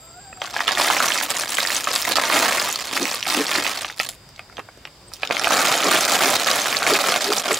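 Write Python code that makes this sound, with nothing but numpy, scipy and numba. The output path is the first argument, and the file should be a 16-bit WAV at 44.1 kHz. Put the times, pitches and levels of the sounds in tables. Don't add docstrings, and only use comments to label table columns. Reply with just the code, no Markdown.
import sys
import numpy as np
from scipy import signal
from scipy.io import wavfile
from scipy.ndimage import uniform_filter1d
from numba import njit

SR = 44100
rng = np.random.default_rng(int(sys.argv[2]) if len(sys.argv) > 2 else 0)


def wrap_up_sound(samples):
    columns = np.atleast_2d(samples).T
    tamed = np.clip(columns, -1, 1)
    steps = np.round(tamed * 32767).astype(np.int16)
    wavfile.write(sys.argv[1], SR, steps)


def volts_from_decibels(level):
    exponent = np.asarray(level, float) / 20
    return 10 ** exponent


N = 334719

# start in seconds, length in seconds, flow in dB,
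# brightness in dB (low on bare plastic, high on a heap of shells).
FAR_SURGES = [(0.433, 0.25, -34.5, -4.5), (0.563, 0.06, -30, -3), (0.676, 0.095, -26.5, -3),
              (0.794, 0.26, -22, 1.5), (1.024, 0.23, -24.5, 2), (1.294, 0.15, -26, 1.5),
              (1.489, 0.1, -27.5, 3), (1.585, 0.2, -26.5, 1.8), (1.709, 0.14, -28.5, 2.5),
              (1.877, 0.085, -27.5, -3), (1.927, 0.12, -27, 5), (2.071, 0.053, -24, 1),
              (2.165, 0.16, -24, -0.5), (2.332, 0.17, -20.5, 1.7), (2.518, 0.17, -24, 1.5),
              (2.706, 0.49, -29.5, 0), (2.932, 0.22, -27, 1), (3.117, 0.13, -34, -3),
              (3.274, 0.1, -24.5, 2), (3.347, 0.22, -26, 0.0), (3.511, 0.19, -25.5, 0),
              (3.659, 0.18, -29.5, -1), (3.817, 0.098, -36, -4), (3.999, 0.091, -32, 2.5),
              (4.086, 0.015, -48, 16)]
NEAR_SURGES = [(5.138, 0.015, -43.5, 3), (5.233, 0.05, -33, -5.5), (5.324, 0.076, -28, -4),
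               (5.427, 0.075, -24.5, -1.5), (5.523, 0.2, -20.5, 1), (5.718, 0.11, -23.5, -1),
               (5.841, 0.12, -22.5, -1.5), (5.913, 0.26, -21.5, 2.5), (6.111, 0.1, -22.5, 1),
               (6.222, 0.14, -20.5, 2), (6.394, 0.076, -24.5, 0), (6.477, 0.13, -22.5, 1.3),
               (6.642, 0.13, -24, 0.5), (6.814, 0.052, -25, -2.5), (6.877, 0.1, -21, 1),
               (7.0, 0.14, -24, 1), (7.075, 0.098, -23.5, -1), (7.21, 0.1, -25.5, 0.5),
               (7.327, 0.076, -24.5, 2), (7.453, 0.063, -25.5, -2), (7.514, 0.081, -27.5, 2)]
RISE_DB_PER_S, SAG_DB_PER_S, STOP_DB_PER_S = 439, 14.5, 350
USUAL_FLOW_DB = -25
TRAY_DB, TRAY_GROWTH, TRAY_MUFFLED = -0.5, 1.71, 0.62
CHIP_DB = -7
NEAR_TRAY_FROM_S = 5.1

# time in seconds, peak in dB, shell pitch in Hz, tray share in dB.
FAR_HITS = [(0.417, -5, 3220, -5), (0.564, 0, 1750, -9), (0.592, -4.5, 1860, -8.5), (0.605, -2, 1890, -7),
            (0.679, 3, 2900, -6), (0.709, -5, 3770, -2), (0.719, -3, 4900, -25), (0.751, -2.5, 3560, -20),
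            (0.773, -4, 1850, -4), (0.901, 2, 1200, -15), (1.003, -2.5, 1490, -0.5), (1.303, -1, 7900, -24),
            (1.362, -13, 1930, -20), (1.435, -3, 1700, -12), (1.57, -3, 3130, -31), (1.584, 1, 2030, -5.5),
            (1.872, -2.5, 1200, -1.5), (2.051, -1.5, 2050, -27), (2.077, -2.5, 2100, -4),
            (2.12, -1, 4250, -29.5), (2.156, 0, 4640, -6.5), (2.299, -5.5, 1270, 3),
            (2.726, -2, 6900, -37.5), (2.758, -0.5, 4450, -23), (2.911, -18, 2470, -5),
            (3.054, -1, 2280, -14), (3.227, 1, 3050, -27), (3.665, -3, 2260, -17), (3.846, -5.5, 3000, -5),
            (3.999, 1, 2580, -7)]
NEAR_HITS = [(5.232, 1, 2530, -8), (5.274, -9, 3600, -21), (5.301, -8, 664, -10), (5.309, 0, 2450, -11),
             (5.348, -9, 3530, -16), (5.308, -5, 700, -27), (5.395, -4, 5500, -4.5),
             (5.444, -0.5, 2970, -15), (5.471, -7, 1360, 5.5), (5.507, -2, 1200, -7),
             (5.827, -4, 2270, -13), (5.911, -3, 1320, -25), (6.008, 0.5, 6250, -36),
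             (6.207, -3.5, 1390, -7), (6.356, -0.5, 4300, -35), (6.398, -3.5, 4280, -29),
             (6.468, -8, 1350, -9), (6.658, -3, 1820, -30), (6.726, -1.5, 2420, -12), (6.822, -3, 1370, -9),
             (6.866, 3, 2350, -10), (6.936, 3.5, 4800, -24), (6.989, -3.5, 1200, -10),
             (7.04, -7, 1270, -1.5), (7.086, -0.5, 1280, -9), (7.16, -1, 3740, -6), (7.208, -6, 1700, -26),
             (7.243, -1.5, 4740, -37), (7.32, -2.5, 1290, -9), (7.365, -5, 4850, -30),
             (7.457, -7, 3550, -7), (7.507, -7, 2400, 3)]
# time in seconds, peak in dB, shell pitch in Hz, tray share in dB,
# tick share in dB.
STRAY_HITS = [(0.327, -25, 1400, 2, -25), (0.373, -25.5, 1400, -4, -19), (4.29, -29.5, 4800, -11, -10),
              (4.361, -23, 4040, -25, -25), (4.393, -15, 2520, -5.5, -23), (4.498, -28.5, 1410, -17, -24),
              (4.525, -36, 4900, 8, -27), (4.569, -15.5, 3300, -15, -26), (4.581, -20, 1900, 0.5, -26),
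              (4.588, -18.5, 576, -22, -28), (4.593, -14, 2700, -4, -23), (4.599, -19, 1700, -6, -24),
              (4.687, -26, 1200, 0, -33), (4.379, -28, 2310, -15, -21), (4.774, -29.5, 380, -13, -13),
              (4.852, -11, 2860, -12, -36), (4.873, -25, 2430, -5, -18), (5.118, -34, 1310, 4, -20),
              (5.136, -11.5, 5100, -25, -16)]
TICK_DB, TICK_GROWTH = -22, 3

# time in
# seconds, peak in dB, shell pitch in Hz.
FAR_CLICKS = [(0.446, -26, 1280), (0.474, -26, 1600), (0.542, -25, 1000), (0.6713, -15, 3350),
              (0.6902, -9, 1750), (0.788, -15, 4850), (0.7987, -8, 1180), (0.8087, -20, 1800),
              (0.816, -12, 4540), (0.846, -11, 2300), (0.8683, -15, 10810), (0.8784, -11, 1970),
              (0.8863, -9, 4050), (0.9114, -9.5, 1540), (0.9473, -14.5, 5500), (0.967, -6, 2200),
              (0.986, -14, 5510), (1.0349, -18, 4860), (1.043, -10, 1200), (1.0837, -9.5, 6030),
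              (1.1048, -11.5, 1830), (1.1199, -11.5, 3020), (1.145, -13, 7500), (1.156, -15, 1750),
              (1.1766, -10, 5300), (1.1855, -11, 2180), (1.212, -13.5, 1680), (1.227, -12, 10700),
              (1.2374, -13, 12300), (1.3681, -10, 7000), (1.397, -13, 8870), (1.409, -12.5, 5700),
              (1.4195, -17, 7500), (1.5041, -14, 8920), (1.551, -13, 8000), (1.605, -12, 3800),
              (1.631, -8.5, 4870), (1.651, -12, 1870), (1.6627, -16, 7500), (1.673, -13.5, 4750),
              (1.703, -11, 1930), (1.7245, -20, 4100), (1.7475, -10, 7900), (1.766, -8.5, 6360),
              (1.8428, -13, 7030), (1.915, -12.5, 5040), (1.9523, -10, 7840), (1.96, -4, 4800),
              (2.023, -9.5, 5460), (2.091, -14, 11600), (2.1337, -13, 3970), (2.1611, -16, 4500),
              (2.1676, -10, 4700), (2.1844, -5.5, 1150), (2.1975, -8, 2060),
              (2.2205, -17, 9000), (2.2364, -15, 1820), (2.253, -15, 5800), (2.2918, -19, 11400),
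               (2.3243, -9.5, 2460), (2.3344, -19, 2150), (2.343, -11, 6260), (2.3627, -15, 2900),
               (2.3811, -19, 1960), (2.3914, -15, 7530), (2.4076, -18, 6800), (2.427, -12, 1520),
               (2.457, -9.5, 1830), (2.524, -13, 1910), (2.583, -11, 2080), (2.598, -10, 5000),
               (2.625, -14, 6650), (2.6744, -16, 1220), (2.7134, -17, 7840), (2.798, -22, 5160),
               (2.961, -15, 4660), (2.968, -15, 1500), (2.975, -6, 2150), (3.0289, -16, 6500),
               (3.1127, -15, 5670), (3.132, -16.5, 7600), (3.1481, -21, 10500), (3.1567, -17, 4960),
               (3.198, -24, 5460), (3.254, -18.5, 2300), (3.2666, -19, 2120), (3.2833, -24, 2110),
               (3.2923, -20, 5470), (3.3013, -11.5, 5000), (3.3477, -11, 2780), (3.3788, -18, 3100),
               (3.412, -23, 8900), (3.467, -9.5, 4700), (3.5274, -16, 2430), (3.541, -13, 4730),
               (3.5535, -10.5, 2080), (3.5596, -12, 4370), (3.5845, -13, 1860), (3.639, -18, 7780),
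               (3.647, -16, 2560), (3.7745, -18, 4500), (3.8176, -21, 8800), (3.8997, -19, 1840),
               (3.9942, -14.5, 4850), (4.0084, -15, 2640), (4.092, -18, 7250)]
NEAR_CLICKS = [(5.3682, -12, 2300), (5.4787, -16, 8650), (5.533, -14, 6150), (5.6008, -16, 8730),
               (5.653, -11.5, 2390), (5.661, -12, 6700), (5.671, -11, 3850), (5.6828, -10, 6350),
               (5.725, -13, 3600), (5.74, -11, 2480), (5.7472, -16, 6990), (5.7624, -17, 9026),
               (5.7773, -12, 6800), (5.819, -10.5, 6230), (5.8443, -11, 6740), (5.869, -10, 5200),
               (5.9158, -9, 8500), (5.927, -13, 4000), (5.933, -18, 4000), (5.9468, -12, 1750),
               (5.962, -8, 2930), (5.971, -17, 3380), (6.051, -4.5, 5170), (6.0816, -13, 6170),
               (6.113, -20, 4180), (6.1197, -8, 7370), (6.135, -11, 4200), (6.1524, -14, 2730),
               (6.1589, -19, 3500), (6.2229, -13.5, 2880), (6.257, -12, 5400), (6.272, -14, 9300),
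               (6.303, -11, 9050), (6.3657, -9, 5260), (6.366, -9, 4150), (6.446, -10, 5200),
               (6.4745, -11, 3340), (6.486, -12.5, 1730), (6.503, -9, 4110), (6.5137, -8, 4930),
               (6.5578, -13, 10600), (6.6173, -10, 6200), (6.6437, -14, 6230), (6.7476, -14.5, 2060),
               (6.7684, -8.5, 4400), (6.7893, -15.5, 8600), (6.8891, -26, 7800), (6.925, -20, 4730),
               (6.9538, -7, 2500), (7.0719, -12, 9000), (7.0946, -15, 5650), (7.1245, -17, 5760),
               (7.141, -11, 2900), (7.2188, -13, 6430), (7.272, -16, 3950), (7.3262, -8.5, 4870),
               (7.383, -9.5, 6700), (7.516, -8, 2040), (7.5296, -8.5, 7900), (7.544, -7, 6630)]
SPREAD = np.tan(np.linspace(-1.1, 1.1, 24))
TOP_HZ = 15850

# pitch in Hz, spread in Hz from blow to blow, level in dB.
FAR_TRAY = [(192, 55, -23), (680, 58, 1), (885, 45, -0.5), (1200, 127, 4), (1750, 130, 1.5), (2260, 260, 0)]
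NEAR_TRAY = [(160, 64, -18.5), (680, 45, 1.5), (860, 30, -7), (1247, 117, 1.5), (1700, 212, -1),
             (2350, 84, -4.5)]
# pitch in Hz, level in dB.
SHELL_TONE = [(1180, -7), (2000, -10.5), (3260, -8), (4600, -9), (14100, -25.5), (15600, -22)]

# start in seconds, length in seconds, level in dB.
SHOVES = [(2.108, 0.017, -34.5), (2.34, 0.077, -31), (2.94, .005, -34), (2.97, .005, -42),
          (3.027, 0.01, -23.5), (3.385, 0.027, -22), (3.585, 0.0069, -29.5), (4.59, 0.012, -45.5),
          (5.313, 0.012, -37), (5.55, 0.015, -38), (5.87, 0.012, -21.5), (5.94, 0.03, -27),
          (6.268, 0.018, -26.5), (6.927, 0.005, -19), (7.089, 0.0066, -28.5), (7.301, 0.0059, -19),
          (7.518, 0.0043, -23)]
SHOVE_RISE_DB_PER_S, SHOVE_SAG_DB_PER_S, SHOVE_STOP_DB_PER_S = 380, 30, 650
SLIDE_DB = -15
# pitch in Hz, width in Hz, level in dB when full, level in dB when emptier.
BUCKET_WALL = [
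    (316.5, 76, 2, -10),
    (395.4, 53, -7, 3.5),
]

# time in seconds, pitch in Hz, level in dB.
CROW = [(.02, 648, -58), (.13, 676, -58), (.165, 717, -55), (.195, 742, -52.5), (.208, 826, -57),
        (.27, 780, -53), (.43, 737, -51.5), (.68, 680, -42)]
CROW_OCTAVE_DB = [0, -13]
WARBLE_FROM_S, WARBLE_TO_S, WARBLES_PER_S, WARBLE_DB = .155, .488, 9, 8
# time in seconds, pitch in Hz, level in dB.
PEEP = [(0, 11900, -68), (.035, 12800, -65), (.08, 11900, -70)]
# time in seconds, pitch in Hz, level in dB.
CHEEP = [(5.074, 8100, -58), (5.084, 8300, -51), (5.098, 8100, -60)]
# time in seconds, pitch in Hz, level in dB.
CRICKET = [(0, 4765, -58), (.8, 4765, -58), (4.5, 4850, -65), (5.2, 4850, -70)]
# pitch in Hz, width in Hz, throbs a second, throb depth from 0 to 1,
# level in dB early, level in dB late.
INSECTS = [
    (7520, 220, 20, 0.22, -49.5, -73),
    (15200, 250, 25, .95, -69, -87),
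    (3680, 110, 5.9, 0, -64, -66),
    (4850, 690, 1.66, 0.17, -59.5, -58),
    (7500, 810, 11, 0, -90, -64.5),
]

# frequency in Hz, level in dB per Hz.
AIR = [(16, -43), (33, -20), (52, -1.5), (78, -7.5), (110, -2), (175, -10), (300, -12), (754, -15),
       (3160, -22), (5570, -27.5), (16000, -35)]
AIR_DB = -50.5
# frequency in Hz, likeness from 0 to 1.
AIR_SAME = [(20, .9995), (150, .997), (500, .93), (3000, .6), (12000, .2)]
TAILS = 7


def pour():
    tray_db, shell_db, chip_db = stream()
    place, luck, heavy, *share = rng.random((11000, 6)).T
    at = (place * N).astype(int)
    share = np.array(share) - .5
    clumps_db = 2.0 * evened(uniform_filter1d(rng.standard_normal(N), 400))
    crowd = np.clip(volts_from_decibels(.8 * (shell_db + 21)), .34, 1)[at]
    lands = np.clip(8 * (.88 * crowd * volts_from_decibels(clumps_db[at]) - luck), 1e-9, 1)
    size_db = 2.2 * np.minimum(-np.log(heavy), 3.6) + 20 * np.log10(lands)

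    knocks = knock(at, size_db + 9 * share[0], 0.012)
    top_hz = 7400 * volts_from_decibels(.3 * np.clip(chip_db - shell_db + 9, -12, 0))[at, None]
    clacks = clack(at, size_db + 10 * share[1], 1900, top_hz, .0065, 2.5, count=10)
    chips = clack(at, size_db + 10 * share[2], 6750, 15630, .006, 4.2, count=12)

    lull = np.zeros(N)
    hit_s = np.array(FAR_HITS + NEAR_HITS)[:, 0]
    lull[(hit_s * SR).astype(int) - 330] = 600
    lull_db = -2.8 * np.minimum(uniform_filter1d(lull, 600), 1)

    lean = np.array([[-1], [1]])
    layers = zip((knocks, clacks, chips), (tray_db, shell_db, chip_db), (1.1, .9, .45))
    return sum(steady(x, size=2600) * volts_from_decibels(db - 2.5 + lull_db + lean_db * lean) for x, db, lean_db in layers)


def stream():
    rows = np.array(FAR_SURGES + NEAR_SURGES)
    flow_db, bright_db = rows[:, 2], rows[:, 3]
    heavier_db = flow_db - USUAL_FLOW_DB
    tray_db = USUAL_FLOW_DB + TRAY_DB + TRAY_GROWTH * heavier_db - TRAY_MUFFLED * bright_db
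    chip_db = flow_db + CHIP_DB + bright_db
    return [surges(rows, db, RISE_DB_PER_S, SAG_DB_PER_S, STOP_DB_PER_S) for db in (tray_db, flow_db, chip_db)]


def surges(rows, level_db, rise, sag, stop):
    t = np.arange(0, N + 64, 64) / SR
    start, length = np.transpose(rows)[:2, :, None]
    late = t - start
    shape_db = rise * np.minimum(late, 0) - sag * np.clip(late, 0, length)
    shape_db = shape_db - stop * np.maximum(late - length, 0)
    power = (volts_from_decibels(np.maximum(level_db[:, None] + shape_db, -140)) ** 2).sum(0)
    return np.interp(np.arange(N) / SR, t, 10 * np.log10(power))


def hits():
    s, db, hz, tray_db = np.transpose([row[:4] for row in STRAY_HITS] + FAR_HITS + NEAR_HITS)
    at = (s * SR).astype(int) + 4
    _, shell_db, chip_db = stream()
    tick_db = TICK_DB + TICK_GROWTH * (chip_db - shell_db - CHIP_DB)[at + 400]
    tick_db[:len(STRAY_HITS)] = np.array(STRAY_HITS)[:, -1]

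    ratios = np.array([0.997, 0.772, 1.9, 1.3]) * np.exp(0.0021 * rng.standard_normal((len(s), 4)))
    mode_db = np.zeros(ratios.shape) + [1, -20, -9, -17]
    shell = ring(at, db - 10.0, hz[:, None] * ratios, mode_db, 0.014, 0.000905, 1.6, scatter=.2)
    around = hz[:, None] * np.exp(0.3 * SPREAD + 0.051 * rng.standard_normal((len(s), 24)))
    around = np.minimum(around, TOP_HZ)
    crack = ring(at, db - 8.0, around, np.zeros(around.shape), 0.007, 0.00091, 3.8, scatter=0.51)
    tray = knock(at, db + tray_db, 0.013) + knock(at, db + tray_db, 0.013)
    tick = clack(at, db + tick_db, 5300, 18400, 0.0071, 6.8, count=20)
    return (shell + crack + tray + tick) * volts_from_decibels([[-1.2], [1.2]])


def clicks():
    s, db, hz = np.transpose(FAR_CLICKS + NEAR_CLICKS)
    at = (s * SR).astype(int) - 8
    note = ring(at, db - .5, hz[:, None], np.zeros((len(s), 1)), 0.0081, 0.0006, 2.2, scatter=0.33)
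    around = hz[:, None] * np.exp(0.282 * SPREAD[::2] + 0.043 * rng.standard_normal((len(s), 12)))
    around = np.minimum(around, TOP_HZ)
    crack = ring(at, db, around, np.zeros(around.shape), 0.0074, 0.000602, 4.36, scatter=0.45)
    tray = knock(at, db + 0.5 - 5 * np.log2(hz / 1000), 0.012)
    return (note + crack + tray) * volts_from_decibels([[-.9], [.9]])


def knock(at, size_db, t60):
    near = (at > NEAR_TRAY_FROM_S * SR)[:, None, None]
    hz, spread, db = np.where(near, NEAR_TRAY, FAR_TRAY).transpose(2, 0, 1)
    chance = rng.standard_normal((*hz.shape, 2))
    hz = hz + spread * chance[..., 0]
    db = db + 2.6 * chance[..., 1]
    return ring(at, size_db, hz, db, t60, 0.001604, 1.33)


def clack(at, size_db, low_hz, high_hz, t60, wide_db, count):
    hz = low_hz * (high_hz / low_hz) ** rng.random((len(at), count))
    db = read(SHELL_TONE, hz) + 10 * np.log10(hz / low_hz) + 3.2 * rng.standard_normal(hz.shape)
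    return ring(at, size_db, hz, db, t60, 0.000094, wide_db, scatter=0.73)


def ring(at, size_db, hz, db, t60, rise, wide_db, scatter=1):
    chance = rng.standard_normal((len(at), hz.shape[1], 2))
    level = volts_from_decibels(db) / np.linalg.norm(volts_from_decibels(db), axis=1, keepdims=True)
    phase = 2 * np.pi * (scatter * rng.random(hz.shape) - hz * rise)
    start = level * volts_from_decibels(size_db)[:, None] * np.exp(1j * phase)
    fade = volts_from_decibels(-60 / (SR * t60 * np.exp(.17 * chance[..., 0])))
    sides = volts_from_decibels(wide_db * chance[:, :1, 1] * [1, -1])
    out = np.zeros((2, N))
    add(out, at, sides, 2 * np.pi * hz / SR, fade, start, np.exp(-1 / (rise * SR)))
    return out


@njit
def add(out, at, sides, turn, fade, start, rise):
    for k in range(len(at)):
        for m in range(turn.shape[1] if abs(start[k, 0]) > 1e-7 else 0):
            step, z, soft = fade[k, m] * np.exp(1j * turn[k, m]), start[k, m], 1.
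            for i in range(at[k], min(at[k] + int(-5 / np.log(fade[k, m])), out.shape[1])):
                v = z.real * (1 - soft)
                out[0, i] += sides[k, 0] * v
                out[1, i] += sides[k, 1] * v
                z *= step
                soft *= rise


def bucket():
    bumps = volts_from_decibels(3.4 * rng.exponential(1, N)) * (rng.random(N) < 900 / SR) * rng.choice([-1, 1], N)
    late = np.clip(np.arange(N) / SR - 5.9, 0, 1)
    wall = np.zeros(N)
    for hz, width, full_db, empty_db in BUCKET_WALL:
        wall += volts_from_decibels(full_db + late * (empty_db - full_db)) * evened(resonate(bumps, hz, width))
    body = evened(resonate(bumps, 315, 290))
    shove_db = surges(SHOVES, np.array(SHOVES)[:, 2],
                      SHOVE_RISE_DB_PER_S, SHOVE_SAG_DB_PER_S, SHOVE_STOP_DB_PER_S)
    level_db = 10 * np.log10(volts_from_decibels(shove_db) ** 2 + volts_from_decibels(stream()[0] + SLIDE_DB) ** 2)
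    drumming = volts_from_decibels(np.clip(2.3 * (level_db + 27.5), -16, 0))
    return steady((drumming * wall + (1.15 - drumming) * body)[None], size=1000) * volts_from_decibels(level_db)


def resonate(x, hz, width):
    for wide in (width, 1.6 * width):
        x = signal.lfilter(*signal.iirpeak(hz, hz / wide, fs=SR), x)
    return x


def steady(x, size):
    power = uniform_filter1d((x ** 2).mean(0), size)
    return x / np.sqrt(uniform_filter1d(power, size) + 1e-3)


def evened(x):
    return x / np.sqrt(np.mean(x ** 2) + 1e-20)


def read(points, hz):
    f, value = np.transpose(points)
    return np.interp(np.log(hz + 1), np.log(f + 1), value)


def yard(x):
    t, turn, out = np.arange(4000) / SR, np.arange(N) / SR * 23, 0
    for k in range(TAILS):
        shared, left, right = rng.standard_normal((3, len(t))) * volts_from_decibels(-60 * t / .075) * (t > .0015)
        tail = np.array([shared + .5 * np.diff(own, prepend=0) for own in (left, right)])
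        fed = x * np.sqrt(np.clip(1 - abs((turn - k) % TAILS - 1), 0, 1))
        out = out + signal.oaconvolve(fed, tail / np.linalg.norm(tail[0]), axes=1)[:, :N]
    return out


def rooster():
    t = np.arange(N) / SR
    warble_s = np.clip(t, WARBLE_FROM_S, WARBLE_TO_S) - WARBLE_FROM_S
    waves = np.sin(2 * np.pi * WARBLES_PER_S * warble_s)
    octave = call(np.array(CROW) * [1, 2, 1], 0.013) * volts_from_decibels(np.interp(t, [.2, .4], CROW_OCTAVE_DB))
    return call(CROW, 0.012) * volts_from_decibels(WARBLE_DB * waves) + octave


def call(rows, waver):
    hz = curve(rows, 1, 0) * (1 + waver * evened(uniform_filter1d(rng.standard_normal(N), 400)))
    tone = np.sin(2 * np.pi * np.cumsum(hz) / SR)
    flutter_db = 2.4 * evened(uniform_filter1d(uniform_filter1d(rng.standard_normal(N), 400), 400))
    level_db = uniform_filter1d(curve(rows, 2, -110), 300)
    return np.sqrt(2) * tone * volts_from_decibels(flutter_db + level_db)


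def curve(rows, column, rest):
    t, out = np.arange(N) / SR, np.full(N, float(rest))
    rows = np.array(rows)
    inside = (t >= rows[0, 0]) & (t <= rows[-1, 0])
    out[inside] = np.interp(t[inside], rows[:, 0], rows[:, column])
    return out


def insects():
    t, out = np.arange(N) / SR, np.zeros((2, N))
    shared, *own = rng.standard_normal((3, N))
    rasp = (shared + 4.3 * np.array(own)) * (1 + 0.23 * np.cos(2 * np.pi * 200 * t))
    for hz, width, throbs, depth, early_db, late_db in INSECTS:
        gate = 1 + np.clip(depth, 0, 1) * np.tanh(2 * np.sin(2 * np.pi * throbs * t - .8))
        out += evened(resonate(rasp * gate, hz, width)) * volts_from_decibels(np.interp(t, [.6, 4], [early_db, late_db]))
    return out


def air():
    frames, hz = N // 1024 + 5, np.fft.rfftfreq(4096, 1 / SR)
    a, b, c, d, patches = rng.standard_normal((frames, 2049, 5)).T
    patches = evened(uniform_filter1d(uniform_filter1d(patches, 48, 0), 4, 1))
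    same = np.clip(read(AIR_SAME, hz), -1, 1)[:, None]
    left = a + 1j * b
    right = same * left + np.sqrt(1 - same ** 2) * (c + 1j * d)
    z = np.array([left, right]) * volts_from_decibels(read(AIR, hz)[:, None] + 1.4 * patches)
    return volts_from_decibels(AIR_DB) * evened(signal.istft(z, nperseg=4096, noverlap=3072)[1][:, :N])


def scene():
    shells = pour() + hits() + clicks() + bucket()
    shells = signal.sosfilt(signal.butter(3, 120, "high", fs=SR, output="sos"), shells)
    singers = rooster() + call(CRICKET, 0.006) + call(PEEP, .002) + call(CHEEP, .03)
    busy_db = 10 * np.log10(abs(uniform_filter1d((shells ** 2).mean(0), 12000)) + 1e-9)
    ducked = air() * volts_from_decibels(-.2 * np.maximum(busy_db + 36, 0))
    return volts_from_decibels(-.5) * shells + volts_from_decibels(-7.0) * yard(shells) + singers + insects() + ducked


def low_pass(x):
    return signal.sosfilt(signal.butter(12, 16950, fs=SR, output="sos"), x)


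def record(dry):
    edge = signal.firwin(401, TOP_HZ, window=("kaiser", 7), fs=SR)[None]
    soft = signal.oaconvolve(0.85 * np.tanh(dry / 0.68), edge, "same")
    return low_pass(soft)


dry = scene()
out = record(dry)
wrap_up_sound(out)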